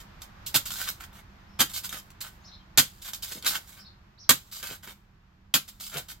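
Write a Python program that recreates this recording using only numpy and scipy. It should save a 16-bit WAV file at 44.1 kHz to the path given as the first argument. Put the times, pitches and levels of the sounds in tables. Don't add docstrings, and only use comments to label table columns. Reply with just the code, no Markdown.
import sys
import numpy as np
from scipy import signal
from scipy.fft import rfft, irfft, next_fast_len
from scipy.io import wavfile
from scipy.ndimage import map_coordinates

SR = 44100
rng = np.random.default_rng(int(sys.argv[2]) if len(sys.argv) > 2 else 0)


def transcribe(signal):
    frames = np.atleast_2d(signal).T
    limited = np.clip(frames, -1, 1)
    pcm = np.round(limited * 32767).astype(np.int16)
    wavfile.write(sys.argv[1], SR, pcm)


N = 273420

# time_s, rumble_db, traffic_db
BACKGROUND_LEVELS = [(0, -52, -55), (1.3, -53, -57), (2.501, -54, -59), (3.898, -56.5, -62),
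                     (5.198, -59, -67.5), (6.2, -56, -64)]
# frequency_hz, density_db
RUMBLE_SPECTRUM = [(12, -29), (20, -3.5), (43, 0), (107, -1.5), (140, -9), (198, -4), (222, -14.5),
                   (292, -20), (327, -17), (400, -22), (520, -51), (880, -120)]
TRAFFIC_SPECTRUM = [(150, -3), (400, -4), (950, 3), (1600, 0.5), (3000, -7.5), (5000, -12), (7000, -19),
                    (10000, -38), (13000, -20.5), (16000, -43)]
# start_s, length_s, top_hz, arch_depth_hz, level_db
SPARROW_NOTES = [(1.467, 0.27, 5450, 300, -66.5), (2.407, .06, 6700, 600, -66),
                 (2.437, 0.058, 5540, 1890, -50.5), (2.474, 0.024, 4108, 500, -49.5),
                 (2.512, 0.047, 4010, 700, -49.5), (2.526, .035, 5204, 900, -59),
                 (2.585, .04, 3214, 200, -64), (3.784, 0.037, 5300, 1000, -47.5),
                 (3.844, 0.044, 4370, 950, -49.5), (4.176, 0.075, 5700, 2100, -48.5)]
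# frequency_hz, t60_s
YARD_DECAY = [(150, .15), (1000, .18), (4000, .19), (14000, .17)]
# frequency_hz, gain_db
SCATTER_GAIN = [(100, -16), (300, -7.5), (700, 2), (3000, 3), (14000, 4.5)]
# frequency_hz, left_minus_right_db
PORT_BALANCE = [(100, -2.5), (1000, -1), (2000, -1.5), (3700, 3), (5500, -1), (7200, 0), (8500, -8),
                (9700, -14.5), (11700, -3), (13500, -9.5), (15500, -1)]
# frequency_hz, bandwidth_hz, gain_db
BLADE_MODES = [(1521, 30, 2.5), (2192, 71, 4), (3126, 34, 4.5), (3674, 100, 0.5), (3970, 150, -5),
               (4720, 67, -3), (5260, 120, -4), (6400, 18, -15), (6410, 45, 2), (6800, 35, -12),
               (7410, 40, 5.5), (11600, 1500, -15.5), (11930, 1900, -12.5), (14100, 61, -20)]
# frequency_hz, density_db
STRUCK_GRIT_SPECTRUM = [(1500, -45.5), (2500, -6), (3400, 1.5), (5000, -1), (5900, -4), (7300, 0),
                        (8500, -7), (9800, -13), (12000, -2), (15500, -9.5)]
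SLIDING_GRIT_SPECTRUM = [(1500, -37), (2600, -4), (3500, 1), (5000, 0), (5900, -3), (7300, -1),
                         (8800, -4.5), (9700, -16), (11000, -5), (12300, 0.5), (13500, -5.5), (15500, -3.5)]
CRUNCH_SPECTRUM = [(300, -25), (600, -6), (1000, -2), (1400, 3), (2200, -3.5), (3000, -1), (5000, -15),
                   (9000, -38.5)]
THUD_SPECTRUM = [(40, -17.5), (90, -7), (140, 0.5), (200, -2), (290, 0.5), (400, -9.5), (550, -8.5),
                 (1100, -51.5)]
LUMP_SPECTRUM = [(50, -19), (130, 1.5), (220, -3), (350, -4.5), (600, -1.5), (1000, -7), (2000, -37)]
# start_s, length_s, level_db
BOOT_STEPS = [(3.347, 0.027, -40.5), (3.431, 0.069, -50.5)]
# break_s, crunch_db, thud_db
CLOD_BREAKS = [(0.801, -35.5, -49), (0.878, -29.5, -44.5), (1.945, -40, -43.5), (3.321, -44.5, -49),
               (3.466, -25, -40), (3.556, -29, -40.5), (4.632, -41.5, -48), (4.71, -40, -42.5),
               (4.885, -44, -47), (5.963, -32, -31.5)]
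# start_s, length_s, grit_db, crunch_db
BLADE_SLIPS = [(0.0, 0.0047, -45, -56), (0.208, 0.029, -48.5, -55), (0.461, 0.0049, -26, -43.5),
               (0.652, 0.028, -32, -47.5), (0.702, 0.037, -34, -48), (0.755, 0.097, -31, -41.5),
               (0.87, 0.023, -29, -40.5), (1, 0.039, -44, -46.5), (1.125, 0.073, -52.5, -54.5),
               (1.694, 0.013, -37.5, -50), (1.732, 0.05, -30, -46.5), (1.833, 0.028, -32.5, -45.5),
               (1.908, 0.07, -36, -43), (2.205, .011, -28.5, -41.5), (2.237, 0.037, -43.5, -44),
               (3.015, .02, -40, -56), (3.043, 0.052, -36.5, -45), (3.141, 0.0034, -32, -47),
               (3.222, 0.02, -29.5, -44.5), (3.261, 0.12, -38, -50), (3.454, 0.037, -21, -35),
               (3.5, 0.061, -29, -36.5), (3.665, 0.089, -48.5, -58.5), (3.766, 0.035, -49.5, -50),
               (4.512, 0.096, -38.5, -53), (4.628, 0.12, -37, -43.5), (4.825, 0.019, -41, -45.5),
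               (4.861, 0.052, -42.5, -46.5), (5.676, 0.0094, -39.5, -54), (5.797, 0.076, -37.5, -53.5),
               (5.913, 0.062, -37.5, -41.5), (5.974, 0.012, -32.5, -43), (6.082, 0.032, -37.5, -47)]
# start_s, relative_level_db
STONE_HITS = [(0.2185, -31), (0.5443, -21), (0.5582, -8.5), (0.7052, -24.5), (0.839, -30), (1.6046, -7.5),
              (1.8923, -26.5), (1.987, -33), (2.1035, -42.5), (2.7745, -8.5), (2.7834, -2.5), (3.134, -22),
              (3.3204, -25), (3.425, -31), (3.4465, -25), (3.5546, -24), (4.2922, -4), (4.2952, -4),
              (4.308, -9.5), (4.6279, -25.5), (4.6707, -27.5), (5.5399, -6), (5.8973, -32.5),
              (5.9703, -22.5)]
# start_s, rise_s, travel_s, grit_db, crunch_db, thud_db
SPADE_STABS = [(0.542, 0.0017, 0.019, -17.5, -26, -34), (1.589, 0.02, 0.025, -15, -19, -30),
               (2.774, 0.0024, 0.023, -14.5, -23, -27), (4.292, 0.00088, 0.017, -17, -22, -27.5),
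               (5.538, 0.0022, 0.024, -20, -26, -35.5)]


def amp(db):
    return 10 ** (np.asarray(db) / 20)


def unit(x):
    return x / np.sqrt(np.mean(x ** 2) + 1e-20)


def along(points, hz):
    knots_hz, values = np.transpose(points)
    return np.interp(np.log(hz + 1), np.log(knots_hz + 1), values)


def wobble(rate, size):
    knots = rng.standard_normal(int(size * rate / SR) + 4)
    return map_coordinates(knots, [np.arange(size) * rate / SR])


def filtered(x, response):
    size = x.shape[-1]
    padded = next_fast_len(size + 8192)
    return irfft(rfft(x, padded) * response(np.fft.rfftfreq(padded, 1 / SR)), padded)[..., :size]


def add(out, start_s, x):
    i = max(round(start_s * SR), 0)
    out[:, i:i + x.shape[-1]] += x[..., :N - i]


def wash(spectrum, side_db):
    mid, side = filtered(rng.standard_normal((2, N)), lambda f: amp(along(spectrum, f)))
    return unit(mid + amp(side_db) * np.array([side, -side]))


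def background(hum_hz=197, hum_db=-13):
    times, *levels = np.transpose(BACKGROUND_LEVELS)
    rumble_gain, traffic_gain = [amp(np.interp(np.arange(N) / SR, times, db)) for db in levels]
    phase = 2 * np.pi * np.cumsum(hum_hz + 3 * wobble(4, N)) / SR
    hum = np.sin(phase) * amp(hum_db + 2 * wobble(2.5, N))
    rumble = wash(RUMBLE_SPECTRUM, side_db=-20.5) * amp(0.49 * wobble(21, N))
    traffic = wash(TRAFFIC_SPECTRUM, side_db=0) * amp(0.85 * wobble(8.8, N))
    return rumble_gain * (rumble + hum) + traffic_gain * traffic


def sparrows(echo_t60_s=0.25, echo_db=-4):
    out = np.zeros((2, N))
    t = np.arange(SR // 3) / SR
    for start_s, length_s, top_hz, arch_hz, db in SPARROW_NOTES:
        progress = np.linspace(0, 1, int(length_s * SR))
        hz = top_hz - arch_hz * (2 * progress - 1) ** 2
        buzz = min(0.3 * arch_hz / top_hz, 0.06)
        hz *= 1 + buzz * wobble(700, len(hz))
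        envelope = np.sqrt(np.abs(np.sin(np.pi * progress)))
        note = amp(db) * unit(envelope * np.sin(2 * np.pi * np.cumsum(hz) / SR))
        echo = unit(rng.standard_normal((2, len(t))) * amp(-60 * t / echo_t60_s))
        echo *= amp(echo_db) / np.sqrt(len(t))
        echo[:, 0] += 0.35
        add(out, start_s, signal.fftconvolve(note[None], echo, axes=1))
    return out


def yard(x, near_db=-4, near_t60_s=0.08, wall_db=-9, wall_s=0.012, wall_width_s=0.0018, tail_db=-9):
    size = 13230
    t = np.arange(size) / SR

    def burst(shape):
        return rng.standard_normal((2, size)) * shape / np.linalg.norm(shape)
    near = amp(near_db) * burst(amp(-60 * t / near_t60_s))
    wall = amp(wall_db) * amp([[-4], [1]]) * burst(np.exp(-((t - wall_s) / wall_width_s) ** 2 / 2))
    hz, frame_s, noise = signal.stft(rng.standard_normal((2, size)), SR, nperseg=256)
    decay = amp(-60 * frame_s / along(YARD_DECAY, hz)[:, None])
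    tail = signal.istft(noise * decay, SR, nperseg=256)[1][:, :size]
    tail *= 1 - np.exp(-t / 0.0019)
    tail *= amp(tail_db) / np.linalg.norm(tail[0])
    reflections = filtered(near + wall + tail, lambda f: amp(along(SCATTER_GAIN, f)))
    paths = np.pad(reflections, ((0, 0), (16, 0)))
    paths[:, :16] += np.sinc(np.arange(16) - 7 - np.array([[1.28], [0]]))
    return signal.fftconvolve(x[None], paths / np.sqrt(np.sum(paths ** 2) / 2), axes=1)


def contact(spectrum, ring_db, size=4096):
    f = np.fft.rfftfreq(size, 1 / SR)
    cepstrum = irfft(np.log(amp(along(spectrum, f))))
    cepstrum[1:size // 2] *= 2
    cepstrum[size // 2 + 1:] = 0
    steel = sum(amp(db) * 1j * f * width / (hz * hz - f * f + 1j * f * width)
                for hz, width, db in BLADE_MODES)
    response = irfft(np.exp(rfft(cepstrum)) * (1 + amp(ring_db) * steel))
    return response / np.linalg.norm(response)


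def radiate(forces, contacts):
    return yard(sum(signal.fftconvolve(force, response) for force, response in zip(forces, contacts)))


def grains(size, per_s, spread_db, clump_db=0):
    hits = rng.random(size) < per_s / SR
    strength = amp(spread_db * np.clip(rng.standard_normal(size), -2, 2) + clump_db * wobble(260, size))
    return unit(hits * strength * np.sign(rng.standard_normal(size)))


def thrust(rise_s, travel_s, stop_s):
    t = np.arange(SR // 6) / SR
    return np.minimum(t / rise_s, 1) * np.exp(-np.maximum(t - travel_s, 0) / stop_s)


def boot():
    out = np.zeros((2, N))
    sole = contact(THUD_SPECTRUM, ring_db=-60)
    for start_s, length_s, db in BOOT_STEPS:
        force = amp(db) * thrust(0.0048, length_s, stop_s=0.015)
        add(out, start_s, radiate([force * grains(len(force), per_s=3900, spread_db=1)], [sole]))
    return out


def sand_spill(below_grit_db=36.5, decay_s=0.23):
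    out = np.zeros((2, N))
    blade = contact(SLIDING_GRIT_SPECTRUM, ring_db=-7.5)
    t = np.arange(SR // 2) / SR
    for start_s, _, _, grit_db, _, _ in SPADE_STABS:
        flow = amp(grit_db - below_grit_db) * np.exp(-t / decay_s)
        add(out, start_s, radiate([flow * grains(len(t), per_s=1300, spread_db=3)], [blade]))
    return out


def clods(lead_s=0.06, strain_s=0.0102, crumble_s=0.0061, settle_s=0.0177):
    out = np.zeros((2, N))
    contacts = contact(CRUNCH_SPECTRUM, ring_db=-3), contact(LUMP_SPECTRUM, ring_db=-20)
    t = np.arange(SR // 5) / SR - lead_s
    strain = np.exp(np.minimum(t, 0) / strain_s)
    after = np.maximum(t, 0)
    for break_s, crunch_db, thud_db in CLOD_BREAKS:
        cracks = strain * grains(len(t), per_s=1500, spread_db=4, clump_db=1.5)
        crunch = amp(crunch_db) * cracks * np.exp(-after / crumble_s)
        thud = amp(thud_db) * cracks * np.exp(-after / settle_s)
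        add(out, break_s - lead_s, radiate([crunch, thud], contacts))
    return out


def scrapes(bite_s=0.0023, sag_db_per_s=31.5, stop_s=0.0098, trickle_db=-17, trickle_s=0.085, bed_db=-17):
    out = np.zeros((2, N))
    contacts = (contact(SLIDING_GRIT_SPECTRUM, ring_db=-3), contact(CRUNCH_SPECTRUM, ring_db=-0.5),
                contact(THUD_SPECTRUM, ring_db=-31))
    t = np.arange(SR // 3) / SR
    for start_s, length_s, grit_db, crunch_db in BLADE_SLIPS:
        after = np.maximum(t - length_s, 0)
        speed = (1 - np.exp(-t / bite_s)) * amp(-sag_db_per_s * t)
        release = np.exp(-after / stop_s) + amp(trickle_db) * np.exp(-after / trickle_s)
        grip = speed * release * unit(amp(2.2 * wobble(150, len(t))))
        sand = grains(len(t), per_s=6000, spread_db=4.5, clump_db=1.5)
        crumbs = grains(len(t), per_s=600, spread_db=6, clump_db=2)
        fine = amp(grit_db) * grip * (amp(-4.5) * sand + amp(-5.5) * crumbs)
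        coarse = amp(crunch_db) * grip * crumbs
        add(out, start_s, radiate([fine, coarse, amp(bed_db) * coarse], contacts))
    return out


def stone_clinks(chip_s=0.0026):
    out = np.zeros((2, N))
    contacts = contact(STRUCK_GRIT_SPECTRUM, ring_db=-8), contact(CRUNCH_SPECTRUM, ring_db=-10)
    t = np.arange(SR // 50) / SR
    for start_s, db in STONE_HITS:
        snap = np.exp(-t / chip_s) * rng.standard_normal(len(t))
        snap *= amp(db + 17.5) / np.linalg.norm(snap)
        add(out, start_s, radiate([snap, amp(-10.5) * snap], contacts))
    return out


def spade_stabs(brake_db_per_s=168, thump_hz=140.1, thump_db=3, thump_t60_s=0.17):
    out = np.zeros((2, N))
    contacts = (contact(STRUCK_GRIT_SPECTRUM, ring_db=-16), contact(CRUNCH_SPECTRUM, ring_db=-15),
                contact(THUD_SPECTRUM, ring_db=-21.5))
    for start_s, rise_s, travel_s, grit_db, crunch_db, thud_db in SPADE_STABS:
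        force = thrust(rise_s, travel_s, stop_s=0.009)
        t = np.arange(len(force)) / SR
        braking = amp(-brake_db_per_s * (np.minimum(t, travel_s) - travel_s / 2))
        sand = force * braking * grains(len(t), per_s=12000, spread_db=2.5, clump_db=-1.5)
        earth = thrust(rise_s, travel_s, stop_s=0.018) * grains(len(t), per_s=5000, spread_db=-1.5)
        forces = amp(grit_db) * sand, amp(crunch_db) * sand, amp(thud_db) * earth
        add(out, start_s, radiate(forces, contacts))
        swell = (1 - np.exp(-t / 0.012)) * amp(thud_db + thump_db - 60 * t / thump_t60_s)
        add(out, start_s, swell * np.sin(2 * np.pi * thump_hz * t))
    return out


def scene(pan_start_db=-0.27, pan_db_per_s=0.23):
    pan_db = pan_start_db + pan_db_per_s * np.arange(N) / SR
    spade = spade_stabs() + sand_spill() + scrapes() + clods() + stone_clinks()
    return spade * amp([pan_db / 2, -pan_db / 2]) + boot() + sparrows() + background()


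def record(dry, top_hz=15950):
    coloured = filtered(dry, lambda f: amp(np.array([[0.5], [-0.5]]) * along(PORT_BALANCE, f)))
    rounded = coloured / (1 + coloured ** 6) ** (1 / 6)
    return filtered(rounded, lambda f: 1 / np.sqrt(1 + (f / top_hz) ** 300))


dry = scene()
out = record(dry)
transcribe(out)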